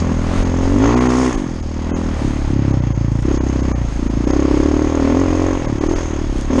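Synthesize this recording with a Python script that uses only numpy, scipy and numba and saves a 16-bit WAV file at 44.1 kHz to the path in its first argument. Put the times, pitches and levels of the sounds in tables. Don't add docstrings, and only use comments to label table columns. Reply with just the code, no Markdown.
import sys
import numpy as np
from scipy import signal
from scipy.fft import rfft, irfft
from scipy.io import wavfile
from scipy.ndimage import uniform_filter1d
from numba import njit

SR = 44100
rng = np.random.default_rng(int(sys.argv[2]) if len(sys.argv) > 2 else 0)


def transcribe(u):
    v = np.clip(np.atleast_2d(u).T, -1, 1)
    q = np.round(v * 32767).astype(np.int16)
    wavfile.write(sys.argv[1], SR, q)


def to_linear_factor(level_db):
    exponent = np.asarray(level_db, float) / 20
    return 10 ** exponent


N = 291060
T = np.arange(N) / SR
BLOW_LEAD_S = .0066


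def curves(table):
    time_s, *columns = np.transpose(table)
    return [np.interp(T, time_s, column) for column in columns]


def even(x):
    power = uniform_filter1d(uniform_filter1d(x ** 2, size=4000), size=4000)
    return x / np.sqrt(power + 1e-12)


@njit
def svf(x, centre_hz, width_hz):
    y, band_state, low_state = np.empty(len(x)), 0., 0.
    for i in range(len(x)):
        g = np.tan(np.pi * centre_hz[i] / SR)
        k = width_hz[i] / centre_hz[i]
        v = (band_state + g * (x[i] - low_state)) / (1 + g * (g + k))
        band_state = 2 * v - band_state
        low_state = low_state + 2 * g * v
        y[i] = k * v
    return y


def band(x, centre_hz, width_hz):
    return svf(x, centre_hz + 0. * T, np.maximum(width_hz, 10) + 0. * T)


def body(x, modes):
    return sum(to_linear_factor(db) * band(band(x, hz, width_hz), hz, 3 * width_hz) for hz, width_hz, db in modes)


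def lowpass(x, order, hz):
    return signal.sosfilt(signal.butter(order, hz, fs=SR, output="sos"), x)


def walk(rate_hz):
    hold = int(SR / rate_hz)
    steps = np.repeat(rng.standard_normal(N // hold + 1), hold)
    return uniform_filter1d(steps, hold)[:N]


def push(at, size, ms):
    x = np.zeros(N)
    x[np.clip(at, 0, N - 1)] = size
    return np.convolve(x, np.hanning(int(ms * SR / 1000) + 3))[:N]


def exhaust(turn, hz):
    # (time [s], crank drone level [dB], header thump level [dB])
    lows = [(0.0, -19.2, -28.1), (0.087, -20.6, -24.8), (0.174, -21.6, -25.8), (0.261, -21.9, -26.0),
            (0.347, -20.6, -32.4), (0.434, -20.2, -31.0), (0.521, -19.4, -25.6), (0.608, -20.0, -31.5),
            (0.695, -19.5, -35.3), (0.782, -19.7, -35.4), (0.868, -18.4, -31.9), (0.955, -22.1, -40.0),
            (1.042, -24.1, -40.0), (1.129, -25.3, -40.0), (1.216, -25.5, -40.0), (1.303, -28.0, -40.0),
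            (1.389, -31.3, -31.6), (1.476, -32.3, -26.1), (1.563, -28.0, -31.7), (1.65, -25.7, -31.6),
            (1.737, -25.9, -32.2), (1.824, -24.2, -30.7), (1.911, -23.7, -34.4), (1.997, -23.5, -31.2),
            (2.084, -23.5, -29.4), (2.171, -24.2, -30.8), (2.258, -26.1, -22.4), (2.345, -25.4, -27.4),
            (2.432, -22.9, -29.2), (2.518, -23.8, -21.0), (2.605, -24.9, -18.9), (2.692, -25.0, -18.4),
            (2.779, -24.1, -18.4), (2.866, -24.7, -19.4), (2.953, -23.8, -19.4), (3.039, -24.6, -19.3),
            (3.126, -24.5, -19.0), (3.213, -23.7, -21.6), (3.3, -21.1, -26.5), (3.387, -21.1, -26.2),
            (3.474, -21.1, -25.8), (3.561, -21.2, -24.6), (3.647, -20.2, -24.6), (3.734, -20.9, -25.1),
            (3.821, -21.2, -22.7), (3.908, -23.3, -29.0), (3.995, -25.5, -32.8), (4.082, -22.3, -30.4),
            (4.168, -21.8, -22.6), (4.255, -22.6, -29.7), (4.342, -21.4, -28.3), (4.429, -21.8, -29.1),
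            (4.516, -21.8, -29.6), (4.603, -21.5, -28.9), (4.689, -20.9, -32.0), (4.776, -22.6, -30.0),
            (4.863, -23.0, -29.0), (4.95, -23.7, -34.8), (5.037, -22.6, -32.7), (5.124, -22.5, -32.6),
            (5.211, -21.6, -38.4), (5.297, -21.7, -31.0), (5.384, -21.5, -37.5), (5.471, -22.0, -36.7),
            (5.558, -25.7, -38.2), (5.645, -29.5, -25.3), (5.732, -31.2, -23.4), (5.818, -26.4, -33.5),
            (5.905, -25.5, -31.3), (5.992, -27.5, -35.4), (6.079, -26.5, -31.7), (6.166, -25.6, -32.0),
            (6.253, -25.6, -30.3), (6.339, -27.2, -30.9), (6.426, -26.8, -32.5), (6.513, -24.1, -31.0),
            (6.6, -23.1, -32.9)]
    # (time [s], silencer ring level [dB], bark level [dB])
    pipe = [(0.0, -18, -29), (0.07, -23, -31), (0.11, -15.5, -29), (0.15, -23, -32.5), (0.66, -20.5, -28.5),
            (0.79, -14.5, -28.5), (0.84, -15, -21.5), (1.27, -18, -25), (1.29, -16, -26.5),
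            (1.32, -30, -28), (1.38, -21.5, -33.5), (1.63, -30, -41), (1.89, -24, -33.5),
            (1.93, -20.5, -31), (2.13, -23.5, -35), (2.15, -25, -33), (2.19, -39, -35), (2.22, -20, -32.5),
            (2.24, -21.5, -37.5), (2.48, -29, -37), (2.5, -20.5, -37), (2.66, -22, -34),
            (2.7, -20.5, -33.5), (2.74, -22.5, -32.5), (2.76, -26.5, -35), (3.14, -27, -38.5),
            (3.2, -27, -37), (3.22, -34, -47.5), (3.23, -35, -34), (3.25, -20.5, -36.5), (3.31, -19, -30.5),
            (3.33, -21, -33.5), (3.4, -22, -32.5), (3.42, -22, -34), (3.67, -22, -32.5), (3.71, -21, -31),
            (3.73, -26, -33.5), (3.95, -32, -40), (3.99, -23.5, -38), (4.25, -21, -35), (4.28, -19, -28),
            (4.61, -17, -28.5), (4.87, -19.5, -28.5), (4.89, -22.5, -28), (5.11, -15.5, -24.5),
            (5.31, -20, -27), (5.5, -21, -25.5), (5.6, -25.5, -30.5), (5.68, -24.5, -29), (5.72, -21, -35),
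            (5.79, -24.5, -35), (5.84, -19, -27), (5.86, -20.5, -33), (5.92, -19, -29.5), (5.99, -28, -30),
            (6.07, -28, -34.5), (6.14, -24, -33), (6.34, -27.5, -40.5), (6.36, -23.5, -41),
            (6.47, -32.5, -39), (6.51, -17, -28), (6.58, -16.5, -26), (6.6, -10, -15)]
    drone_db, thump_db = curves(lows)
    ring_db, bark_db = curves(pipe)
    throttle = np.clip((bark_db + 35) / 10, 0, 1)
    at = np.flatnonzero(np.diff(np.floor(turn + BLOW_LEAD_S * hz)))
    at = at + (2 * rng.standard_normal(len(at))).astype(int)
    blow = push(at, to_linear_factor(1.1 * rng.standard_normal(len(at))), ms=1.1)
    return (to_linear_factor(ring_db) * silencer_ring(blow, throttle)
            + to_linear_factor(thump_db - 0.5) * header_thump(blow)
            + to_linear_factor(bark_db - 1.0) * tailpipe_bark(at, turn, hz, throttle)
            + to_linear_factor(drone_db + 1.5) * crank_drone(turn, hz))


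def silencer_ring(blow, throttle):
    # (time [s], centre [Hz], width [Hz])
    chamber = [(0, 208, 103), (.55, 243, 111), (.72, 271, 86), (.84, 274, 40.7), (1., 272, 57),
               (1.28, 283, 56), (1.36, 283, 152), (1.6, 234, 178), (2.15, 220, 164), (2.25, 279, 119),
               (2.5, 290, 107), (3.2, 290, 107), (3.3, 324, 131), (3.7, 254, 152), (3.95, 276, 123),
               (4.22, 270, 120), (4.32, 314, 86), (4.95, 307, 86.4), (5.08, 264, 50), (5.2, 294, 64.4),
               (5.5, 315, 80.4), (5.66, 273, 153), (5.8, 310, 149), (5.9, 340, 70), (6.05, 335, 140),
               (6.45, 302, 161), (6.53, 256, 50.4), (6.6, 270, 50.3)]
    ring_hz, width_hz = curves(chamber)
    gulp = .45 * throttle * np.roll(blow, -int(.0072 * SR))
    drive = blow + gulp
    ring = even(band(band(drive, ring_hz, width_hz), ring_hz, 2 * width_hz))
    ring = ring + to_linear_factor(-13) * even(band(rng.standard_normal(N), 250, 220))
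    ring = signal.sosfiltfilt(signal.butter(4, 400, fs=SR, output="sos"), ring)
    next_mode = even(band(band(drive, 350, 70), 355, 160))
    return ring + throttle * to_linear_factor(-8) * next_mode


def header_thump(blow):
    late_blow = np.roll(blow, int(.0009 * SR))
    return even(band(band(late_blow, 112, 50), 115, 80))


def tailpipe_bark(at, turn, hz, throttle):
    # (centre [Hz], width [Hz], level [dB])
    shock_modes = [(427, 56, -10.5), (558, 80, 10), (682, 150, 6), (936, 140, 3.5), (1054, 130, -5),
                   (1830, 170, -9.5)]
    # (centre [Hz], width [Hz], level [dB])
    gas_modes = [(550, 303, 4.5), (805, 636, 5.5), (1065, 470, -12), (1680, 550, -6.5), (2002, 390, -23.5)]
    front = at + int(.0037 * SR)
    crack = push(front, to_linear_factor(1.3 * rng.standard_normal(len(at))), ms=.65)
    crack = crack + 0.49 * np.roll(crack, int(0.00362 * SR))
    spike = even(body(crack, shock_modes)) + .7 * even(band(crack, 800, 1300))
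    cycle = (turn + (BLOW_LEAD_S - .003) * hz) % 1
    puff = (1.1 + np.exp(-cycle / hz / .01)) * rng.standard_normal(N)
    bark = to_linear_factor(-7 + 9 * throttle) * spike + even(body(puff, gas_modes))
    thinning = np.clip((hz - 48) / 18, 0, .7)
    return even(bark - thinning * band(bark, 560, 260))


def crank_drone(turn, hz):
    lag_s = .008
    phase = 2 * np.pi * (turn - lag_s * hz)
    return np.cos(2 * phase) + to_linear_factor(14 * np.log2(hz / 63)) * np.cos(phase)


def rattle(turn):
    # (time [s], rattle level [dB], brightness of the top [dB])
    levels = [(0.0, -34, -19.5), (0.02, -44.5, -13.5), (0.29, -48, -18.5), (0.42, -44, -20),
              (0.79, -44, -10.5), (0.84, -37, -30), (0.99, -40.5, -12), (1.25, -35.5, -7.5),
              (1.43, -47.5, -10), (1.6, -49, -20), (1.89, -48, -17), (1.93, -55, -39), (1.95, -39, -58),
              (1.97, -47, -12), (2.0, -47.5, -11), (2.65, -49.5, -51), (3.22, -50.5, -5),
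              (3.34, -43.5, -31), (3.36, -40.5, -25), (3.4, -49, -48.5), (3.42, -46, -26), (3.47, -45, -15),
              (3.71, -45.5, -21), (3.73, -47, -35.5), (3.75, -53, -54), (3.77, -50, -19), (3.8, -49, -27),
              (4.25, -48, -21), (4.3, -39.5, -23), (4.41, -44, -19), (5.48, -42.5, -16), (5.75, -48, -18),
              (5.97, -40, -21), (6.34, -48.5, -24), (6.4, -45, -26), (6.49, -49.5, -33), (6.54, -39.5, -18),
              (6.6, -40, -7)]
    # (centre [Hz], width [Hz], level [dB])
    knock_modes = [(1900, 210, -0.5), (3280, 400, 1), (4830, 890, 0.5), (6444, 470, 10.5), (5200, 560, -2)]
    rattle_db, top_db = curves(levels)
    beat = 1 + .22 * np.cos(2 * np.pi * (turn - .1)) + .15 * np.cos(4 * np.pi * turn)
    knock_db = 1.8 * rng.exponential(size=N // 40 + 1).repeat(40)[:N]
    knocks = rng.standard_normal(N) * to_linear_factor(knock_db) * beat
    metal = np.zeros(N)
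    for hz, width_hz, db in knock_modes:
        metal += to_linear_factor(db + 2.2 * walk(13)) * band(band(knocks, hz, width_hz), hz, 2 * width_hz)
    metal = lowpass(metal, 4, 7100)
    top = band(band(knocks, 5900, 2200), 9900, 5000) * to_linear_factor(2.5 * walk(13))
    return to_linear_factor(rattle_db) * (even(metal) + to_linear_factor(top_db + 1.5) * even(top))


def stones():
    # (time [s], peak level [dB])
    flicks = [
        (6.3837, -37.5),
        (6.3945, -46.5),
        (6.4113, -31.5),
    ]
    time_s, peak_db = np.transpose(flicks)
    hits = np.zeros(N)
    hits[(time_s * SR).astype(int)] = to_linear_factor(peak_db + 5.5)
    tail = rng.standard_normal(300) * np.exp(-np.arange(300) / 70.)
    return band(np.convolve(hits, tail)[:N], 8500, 8000)


def wind():
    # (time [s], rumble level [dB])
    rumble = [(0.0, -21.5), (0.05, -33.5), (0.22, -23), (0.39, -15.5), (0.55, -33.5), (0.64, -18),
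              (0.88, -29.5), (1.27, -42), (1.36, -18.5), (1.47, -41.5), (1.56, -23), (1.75, -32.5),
              (2.37, -23), (2.52, -21), (2.59, -37.5), (2.68, -28.5), (3.03, -44), (3.34, -21.5),
              (3.4, -37.5), (3.69, -31), (3.8, -32), (3.92, -22.5), (4.21, -28.5), (4.32, -25.5),
              (4.45, -39.5), (4.5, -24.5), (4.56, -24.5), (4.72, -26), (4.78, -30), (4.93, -29),
              (5.02, -26), (5.07, -27.5), (5.22, -37.5), (5.29, -25), (5.59, -27), (5.66, -26.5),
              (5.73, -27.5), (5.96, -20), (6.12, -27), (6.38, -18), (6.49, -24.5), (6.54, -36), (6.6, -24)]
    rumble_db, = curves(rumble)
    air = rng.standard_normal(N)
    flutter = even(band(band(air, 29, 11), 30, 30))
    skirt = even(band(air, 60, 300))
    return to_linear_factor(rumble_db - 2.5) * (flutter + to_linear_factor(-11 + 2 * walk(6)) * skirt)


def scene():
    # (time [s], firing rate [Hz])
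    revs = [(0.0, 43.77), (0.087, 41.39), (0.174, 39.95), (0.261, 40.45), (0.347, 44.93), (0.434, 44.8),
            (0.521, 42.48), (0.608, 43.99), (0.695, 45.35), (0.782, 50.01), (0.868, 57.48), (0.955, 61.28),
            (1.042, 62.28), (1.129, 62.05), (1.216, 64.56), (1.303, 62.3), (1.389, 51.02), (1.476, 41.46),
            (1.563, 41.27), (1.65, 38.51), (1.737, 38.97), (1.824, 38.52), (1.911, 40.95), (1.997, 42.02),
            (2.084, 40.12), (2.171, 37.12), (2.258, 34.12), (2.345, 36.14), (2.432, 35.22), (2.518, 34.48),
            (2.605, 34.22), (2.692, 33.76), (2.779, 31.62), (2.866, 29.16), (2.953, 28.24), (3.039, 28.38),
            (3.126, 27.44), (3.213, 29.9), (3.3, 34.34), (3.387, 31.63), (3.474, 33.09), (3.561, 31.72),
            (3.647, 33.07), (3.734, 30.46), (3.821, 29.99), (3.908, 25.56), (3.995, 29.59), (4.082, 27.47),
            (4.168, 27.91), (4.255, 30.95), (4.342, 33.18), (4.429, 34.56), (4.516, 32.81), (4.603, 34.0),
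            (4.689, 37.03), (4.776, 37.77), (4.863, 38.09), (4.95, 40.24), (5.037, 39.03), (5.124, 41.33),
            (5.211, 45.97), (5.297, 43.12), (5.384, 44.42), (5.471, 44.91), (5.558, 45.53), (5.645, 39.67),
            (5.732, 34.23), (5.818, 37.25), (5.905, 41.3), (5.992, 42.6), (6.079, 39.11), (6.166, 35.9),
            (6.253, 38.55), (6.339, 31.43), (6.426, 34.15), (6.513, 36.63), (6.6, 43.92)]
    hz, = curves(revs)
    turn = -.08 + np.cumsum(hz) / SR
    return (exhaust(turn, hz) + rattle(turn) + stones() + wind())[None]


def treble_dropouts(x):
    # (start [s], length [s], treble lost above [Hz])
    dropouts = [(.439, .009, 2500), (.951, .011, 2600), (.994, .009, 2200), (1.077, .012, 2600),
                (1.36, .01, 2300), (1.612, .01, 2400), (1.914, .045, 3200), (2.72, .009, 2800),
                (2.807, .01, 2100), (2.933, .013, 1600), (3.383, .025, 3500), (3.617, .01, 2200),
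                (3.725, .027, 2400), (4.085, .009, 2500), (4.257, .01, 2300), (4.315, .009, 2600),
                (5.664, .014, 2200), (5.791, .014, 3200), (5.879, .012, 3000), (5.94, .014, 3200)]
    # (low edge [Hz], high edge [Hz])
    kept_hz = (6050, 6900)
    for start_s, length_s, edge_hz in dropouts:
        a = int((start_s - .02) * SR)
        piece = x[a:a + 4096]
        f = np.fft.rfftfreq(len(piece), 1 / SR)
        gone = (f > edge_hz) & ((f < kept_hz[0]) | (f > kept_hz[1]))
        gone |= (f > edge_hz - 1500) & (f < edge_hz) & ((edge_hz - f) % 520 > 230)
        lost = irfft(rfft(piece) * gone, len(piece))
        t = T[a:a + 4096] - start_s
        fade = np.clip(np.minimum(t + .006, length_s + .006 - t) / .009, 0, 1)
        x[a:a + 4096] = piece - lost * fade
    return x


def roll_off(x):
    return signal.sosfilt(signal.butter(12, 13600, fs=SR, output="sos"), x)


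def record(dry):
    x = np.tanh(0.74 * dry[0]) / 0.53
    x = lowpass(x, 5, 9000)
    x = treble_dropouts(x)
    return roll_off(x[None])


dry = scene()
out = record(dry)
transcribe(out)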